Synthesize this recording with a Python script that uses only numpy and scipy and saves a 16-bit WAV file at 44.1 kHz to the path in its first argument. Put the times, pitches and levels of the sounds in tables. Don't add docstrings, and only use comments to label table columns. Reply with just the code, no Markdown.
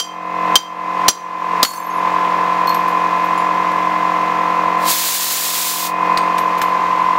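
import sys
import numpy as np
from scipy import signal
from scipy.fft import rfft, irfft, next_fast_len
from scipy.io import wavfile

SR = 44100
rng = np.random.default_rng(int(sys.argv[2]) if len(sys.argv) > 2 else 0)


def pcm_store(signal):
    levels = np.round(np.clip(np.atleast_2d(signal), -1, 1) * 32767)
    wavfile.write(sys.argv[1], SR, levels.astype(np.int16).T)


N = 316638
TIME = np.arange(N) / SR
HALF_SECOND = TIME[:SR // 2]

TURNS_PER_S, FIRST_STROKE_S = 44.4804, .0061

# start in seconds, level of the crack in dB, level of the ring in dB,
# pitch in Hz around which the ring is strongest.
BLOWS = [(0.0, -1, 5, 3700), (0.5556, 1.5, 3.5, 3170), (1.0825, 3.5, 0.5, 5860), (1.6296, -0.5, -11, 7100)]


def from_db(db):
    return 10 ** (np.asarray(db) / 20)


def rms_one(x):
    return x / np.sqrt(np.mean(x ** 2) + 1e-20)


def in_time(rows):
    seconds, *columns = np.transpose(rows)
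    return [np.interp(TIME, seconds, column) for column in columns]


def drift(rate):
    return np.interp(TIME * rate, np.arange(2048), rng.standard_normal(2048))


def noise(spectrum):
    hz, db = np.transpose(spectrum)
    size = next_fast_len(N)
    bins = np.maximum(np.fft.rfftfreq(size, 1 / SR), 1)
    gain = from_db(np.interp(np.log(bins), np.log(hz), db))
    coloured = irfft(rfft(rng.standard_normal(size)) * gain, size)
    return coloured[:N] * np.sqrt(SR / 2)


def fading(t60):
    return np.exp(-np.log(1000) * HALF_SECOND / t60)


def ring(hz, t60, shimmer=.45):
    t = HALF_SECOND
    knots = np.linspace(0, t[-1], 70)
    in_step = np.interp(t, knots, rng.standard_normal(70))
    across = np.interp(t, knots, rng.standard_normal(70))
    angle = 2 * np.pi * hz * t
    wavering = (1 + shimmer * in_step) * np.sin(angle) + shimmer * across * np.cos(angle)
    return wavering * fading(t60)


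def add(out, s, sound):
    at = max(round(s * SR), 0)
    out[at:at + len(sound)] += sound[:N - at]


def intake(rush_db=-2.5, valve_db=0.5, valve_lag_s=0.0064):
    # pitch in Hz, level in dB per Hz.
    rush = [(30, -78), (70, -73), (130, -72.5), (200, -67), (450, -57.5), (750, -57), (1000, -46),
            (1400, -58), (2200, -61.5), (3200, -68.5), (4500, -74.5), (7000, -81), (9000, -90),
            (15000, -91)]
    valve = np.cos(2 * np.pi * TURNS_PER_S * (TIME - FIRST_STROKE_S - valve_lag_s))
    return from_db(rush_db + valve_db * valve) * noise(rush)


def compressor(hum_db=-16, wander_db=3.0, rough=0.042):
    strong_tones = dict([(4, -19.9), (5, -28.8), (7, -19.5), (11, -21.3), (12, -21.6), (15, -20.0),
                         (16, -16.6), (17, -19.7), (20, -17.0), (21, -27), (22, -11.5), (23, -2.9),
                         (24, -11), (25, -22), (26, -19), (30, -24), (38, -26), (39, -24), (46, -20.5),
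                         (48, -25.5), (56, -26.5)])
    # pitch in Hz, level per tone in dB within the hum.
    buzz = [(89, -40.5), (260, -50.5), (420, -30), (1200, -30.5), (1550, -38), (1950, -30), (2250, -46),
            (2450, -31.5), (2750, -37.5)]
    limp = [2.5, -0.5, 0.3, 2]
    # time in seconds, housing ring in dB, other tones in dB.
    hum_level = [(0, 0.5, 5.5), (1.4, -.5, -0.5), (4.8, -1.5, 1), (5.5, 1, 5), (6.55, -1, -1),
                 (7.2, 0.5, -2.5)]
    housing_hz, housing_width_hz, top_order = 1023, 160, 62
    sweep = 0.78
    chuff_lag_s, chuff_loose = 0.00195, 1.2
    thump, thump_lag_s, thump_width_s = 0.18, 0.00086, 0.003

    turns = (TIME - FIRST_STROKE_S) * TURNS_PER_S
    housing, body = np.zeros(N), np.zeros(N)
    for order in range(2, top_order + 1):
        chance, wander = 2 * rng.random() - 1, drift(1.568)
        hz, angle = order * TURNS_PER_S, 2 * np.pi * order * turns
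        db = strong_tones.get(order, np.interp(hz, *np.transpose(buzz)))
        off_centre_hz = abs(hz - housing_hz)
        if off_centre_hz < housing_width_hz:
            lag = sweep * min(off_centre_hz / TURNS_PER_S, 1)
            housing += from_db(db) * np.cos(angle - lag)
        elif housing_hz / 2 < hz < housing_hz:
            lag = 2 * np.pi * hz * chuff_lag_s
            body += from_db(db) * np.cos(angle - lag + chuff_loose * chance)
        else:
            wandering_db = db + wander_db * wander * min(hz / housing_hz, 1)
            body += from_db(wandering_db) * np.cos(angle + np.pi * chance)

    strokes = np.arange(int(N / SR * TURNS_PER_S) + 2)
    stroke_gain = from_db(np.interp(turns, strokes, np.resize(limp, len(strokes))))
    from_stroke_s = (turns - np.round(turns)) / TURNS_PER_S
    thumping = 1 + thump * np.exp(-((from_stroke_s - thump_lag_s) / thump_width_s) ** 2)
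    housing *= stroke_gain * thumping * (1 + rough * drift(200))
    housing_db, body_db = in_time(hum_level)
    hum = from_db(housing_db) * housing + from_db(body_db) * body
    return np.sqrt(2) * from_db(hum_db) * hum


def air_flow_db(squeeze_s=4.78, ease_s=5.675, let_go_s=5.87):
    open_s, shut_db = .13, -42
    swell_s, swell_db = 0.26, 5
    ease_db_per_s, close_db_per_s = 54, 482
    opening = np.clip((TIME - squeeze_s) / open_s, 0, 1)
    swelling = np.clip((TIME - squeeze_s - open_s) / swell_s, 0, 1)
    easing_db = ease_db_per_s * np.maximum(TIME - ease_s, 0)
    closing_db = close_db_per_s * np.maximum(TIME - let_go_s, 0)
    level_db = shut_db * (1 - opening) - swell_db * (1 - swelling) - easing_db - closing_db
    return level_db, TIME > squeeze_s


def air_gun(jet_db=-3.5, flutter_db=1.25, grain_db=0.5, seat_db=-28, seat_hz=4200, seat_width_hz=1200):
    # pitch in Hz, relative level in dB per Hz.
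    jet_colour = [(60, -43), (400, -9), (1200, -2), (2000, 0.5), (2800, 1), (4200, 4.5), (5600, 2),
                  (7300, 4.5), (8600, 1.5), (11000, 1), (13000, 2.5), (16000, 2.5)]
    seat_open_db = -22
    level_db, squeezed = air_flow_db()
    unsteady_db = flutter_db * drift(25) + grain_db * drift(250)
    jet = from_db(jet_db + level_db + unsteady_db) * rms_one(noise(jet_colour))
    edges_hz = [seat_hz - seat_width_hz / 2, seat_hz + seat_width_hz / 2]
    band = signal.butter(1, edges_hz, "band", fs=SR, output="sos")
    hiss = rms_one(signal.sosfilt(band, rng.standard_normal(N)))
    hiss_rise = np.tanh(from_db(level_db - seat_open_db))
    return squeezed * (jet + from_db(seat_db) * hiss_rise * hiss)


def knocks(t60=0.017, pair_ratio=1.11):
    # start in seconds, level in dB, pitch in Hz.
    knock_rows = [(2.25, -24, 2760), (6.1741, -11, 4150), (6.617, -13, 1400)]
    out = np.zeros(N)
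    for s, db, hz in knock_rows:
        pair = ring(hz, t60) + .5 * ring(hz * pair_ratio, t60)
        add(out, s, from_db(db) * pair)
    return out


def shards(tick_t60=0.056, ring_t60=0.22, second_db=-5):
    # start in seconds, level of the tick in dB, level of the ring in dB,
    # pitch of the main mode in Hz, pitch of the second mode in Hz.
    shard_rows = [(1.649, -4, -8, 4400, 6950), (1.736, -18, -26, 4470, 10700),
                  (2.672, -27, -22, 4290, 13620), (2.693, -26, -33, 4300, 11750),
                  (2.7444, -23, -34, 11700, 12900), (2.8814, -33, -43, 13200, 10950),
                  (3.243, -42, -45, 12300, 14250), (3.3767, -31, -38, 7140, 10500),
                  (3.7165, -35, -49, 8100, 12300), (6.175, -16.5, -38, 8350, 6600),
                  (6.3822, -18, -39, 12300, 13300), (6.5804, -27, -41, 12500, 13500),
                  (6.616, -15, -32, 13420, 9900)]
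    tick_colour = [(200, -9), (1500, 12.5), (4500, 3.5), (9000, -3), (16000, -9)]   # Hz, relative dB per Hz
    rings, ticks = np.zeros(N), np.zeros(N)
    for s, tick_db, ring_db, main_hz, second_hz in shard_rows:
        add(ticks, s, from_db(tick_db) * fading(tick_t60))
        pair = ring(main_hz, ring_t60) + from_db(second_db) * ring(second_hz, ring_t60)
        add(rings, s, from_db(ring_db) * pair)
    return rings + ticks * rms_one(noise(tick_colour))


def splinters(first_db, fall_db_per_s, lasting_s, t60, low_hz, count, spread_db=4, high_hz=15600):
    out = np.zeros(N)
    last_blow_s = BLOWS[-1][0]
    for k, (when, pitch, size) in enumerate(rng.random((count, 3))):
        after_s = lasting_s * ((k + when) / count) ** 1.4
        db = first_db - fall_db_per_s * after_s + spread_db * (2 * size - 1)
        hz = low_hz + pitch * (high_hz - low_hz)
        add(out, last_blow_s + after_s, from_db(db) * ring(hz, t60))
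    return out


def jar(db_per_octave=9.5, crack_t60=0.045, clatter_db=-13, clatter_t60=.18):
    # pitch in Hz, level in dB before the blow's own, time to fall 60 dB in seconds.
    jar_modes = [(3155, -3, 0.2), (3240, -16, .07), (4790, -6.5, .14), (5840, -4.5, .18), (6040, -9, 0.18),
                 (6440, -3.5, 0.13), (7520, -2.5, 0.16), (8430, -9, .1), (9150, -9, 0.15), (10630, -5, .13),
                 (11200, -5, 0.15), (13100, -3, .1)]
    # pitch in Hz, relative level in dB per Hz.
    crack_colour = [(40, -27), (300, -4.5), (1300, 1), (2300, -6), (3200, -0.5), (4500, 2), (6500, -5),
                    (8500, -16.5), (13000, -15), (16000, -12)]
    rings, cracks = np.zeros(N), np.zeros(N)
    crack_shape = fading(crack_t60) + from_db(clatter_db) * fading(clatter_t60)
    for s, crack_db, ring_db, centre_hz in BLOWS:
        add(cracks, s, from_db(crack_db) * crack_shape)
        for hz, db, t60 in jar_modes:
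            favour_db = -db_per_octave * abs(np.log2(hz / centre_hz))
            add(rings, s, from_db(ring_db + db + favour_db) * ring(hz, t60))
    return rings + cracks * rms_one(noise(crack_colour))


def shed(x, wet_db=-13, t60=0.33):
    tail = rng.standard_normal(SR // 2) * fading(t60) * (HALF_SECOND > .004)
    tail /= np.sqrt(np.sum(tail ** 2))
    return x + from_db(wet_db) * signal.fftconvolve(x, tail)[:N]


def scene():
    grit = splinters(first_db=-18.5, fall_db_per_s=63, lasting_s=0.16, t60=.008, low_hz=3970, count=300)
    slivers = splinters(first_db=-23.5, fall_db_per_s=52, lasting_s=.36, t60=0.14, low_hz=6100, count=32)
    glass = jar() + shards() + knocks() + grit + slivers
    return (intake() + compressor() + air_gun() + shed(glass))[None]


def gain_control(x, threshold_db=-17, release_db_per_s=40, sense_s=0.0021, sense_hz=2500,
                 attack_s=.018, start_db=19):
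    treble = signal.sosfilt(signal.butter(2, sense_hz, "high", fs=SR, output="sos"), x)
    keep = np.exp(-1 / (sense_s * SR))
    power = signal.lfilter([1 - keep], [1, -keep], treble ** 2)
    level_db = 10 * np.log10(power + 1e-12)
    over_db = np.maximum(level_db - threshold_db, 0)
    fall_db = release_db_per_s * TIME
    held_db = np.maximum(np.maximum.accumulate(over_db + fall_db), start_db) - fall_db
    keep = np.exp(-1 / (attack_s * SR))
    cut_db, _ = signal.lfilter([1 - keep], [1, -keep], held_db, zi=[keep * start_db])
    return x * from_db(-cut_db)


def record(dry, cutoff_hz=15740):
    loud = np.clip(gain_control(dry[0]), -1, 1)
    top_cut = signal.ellip(12, .1, 70, cutoff_hz, fs=SR, output="sos")
    return signal.sosfilt(top_cut, loud)[None]


dry = scene()
out = record(dry)
pcm_store(out)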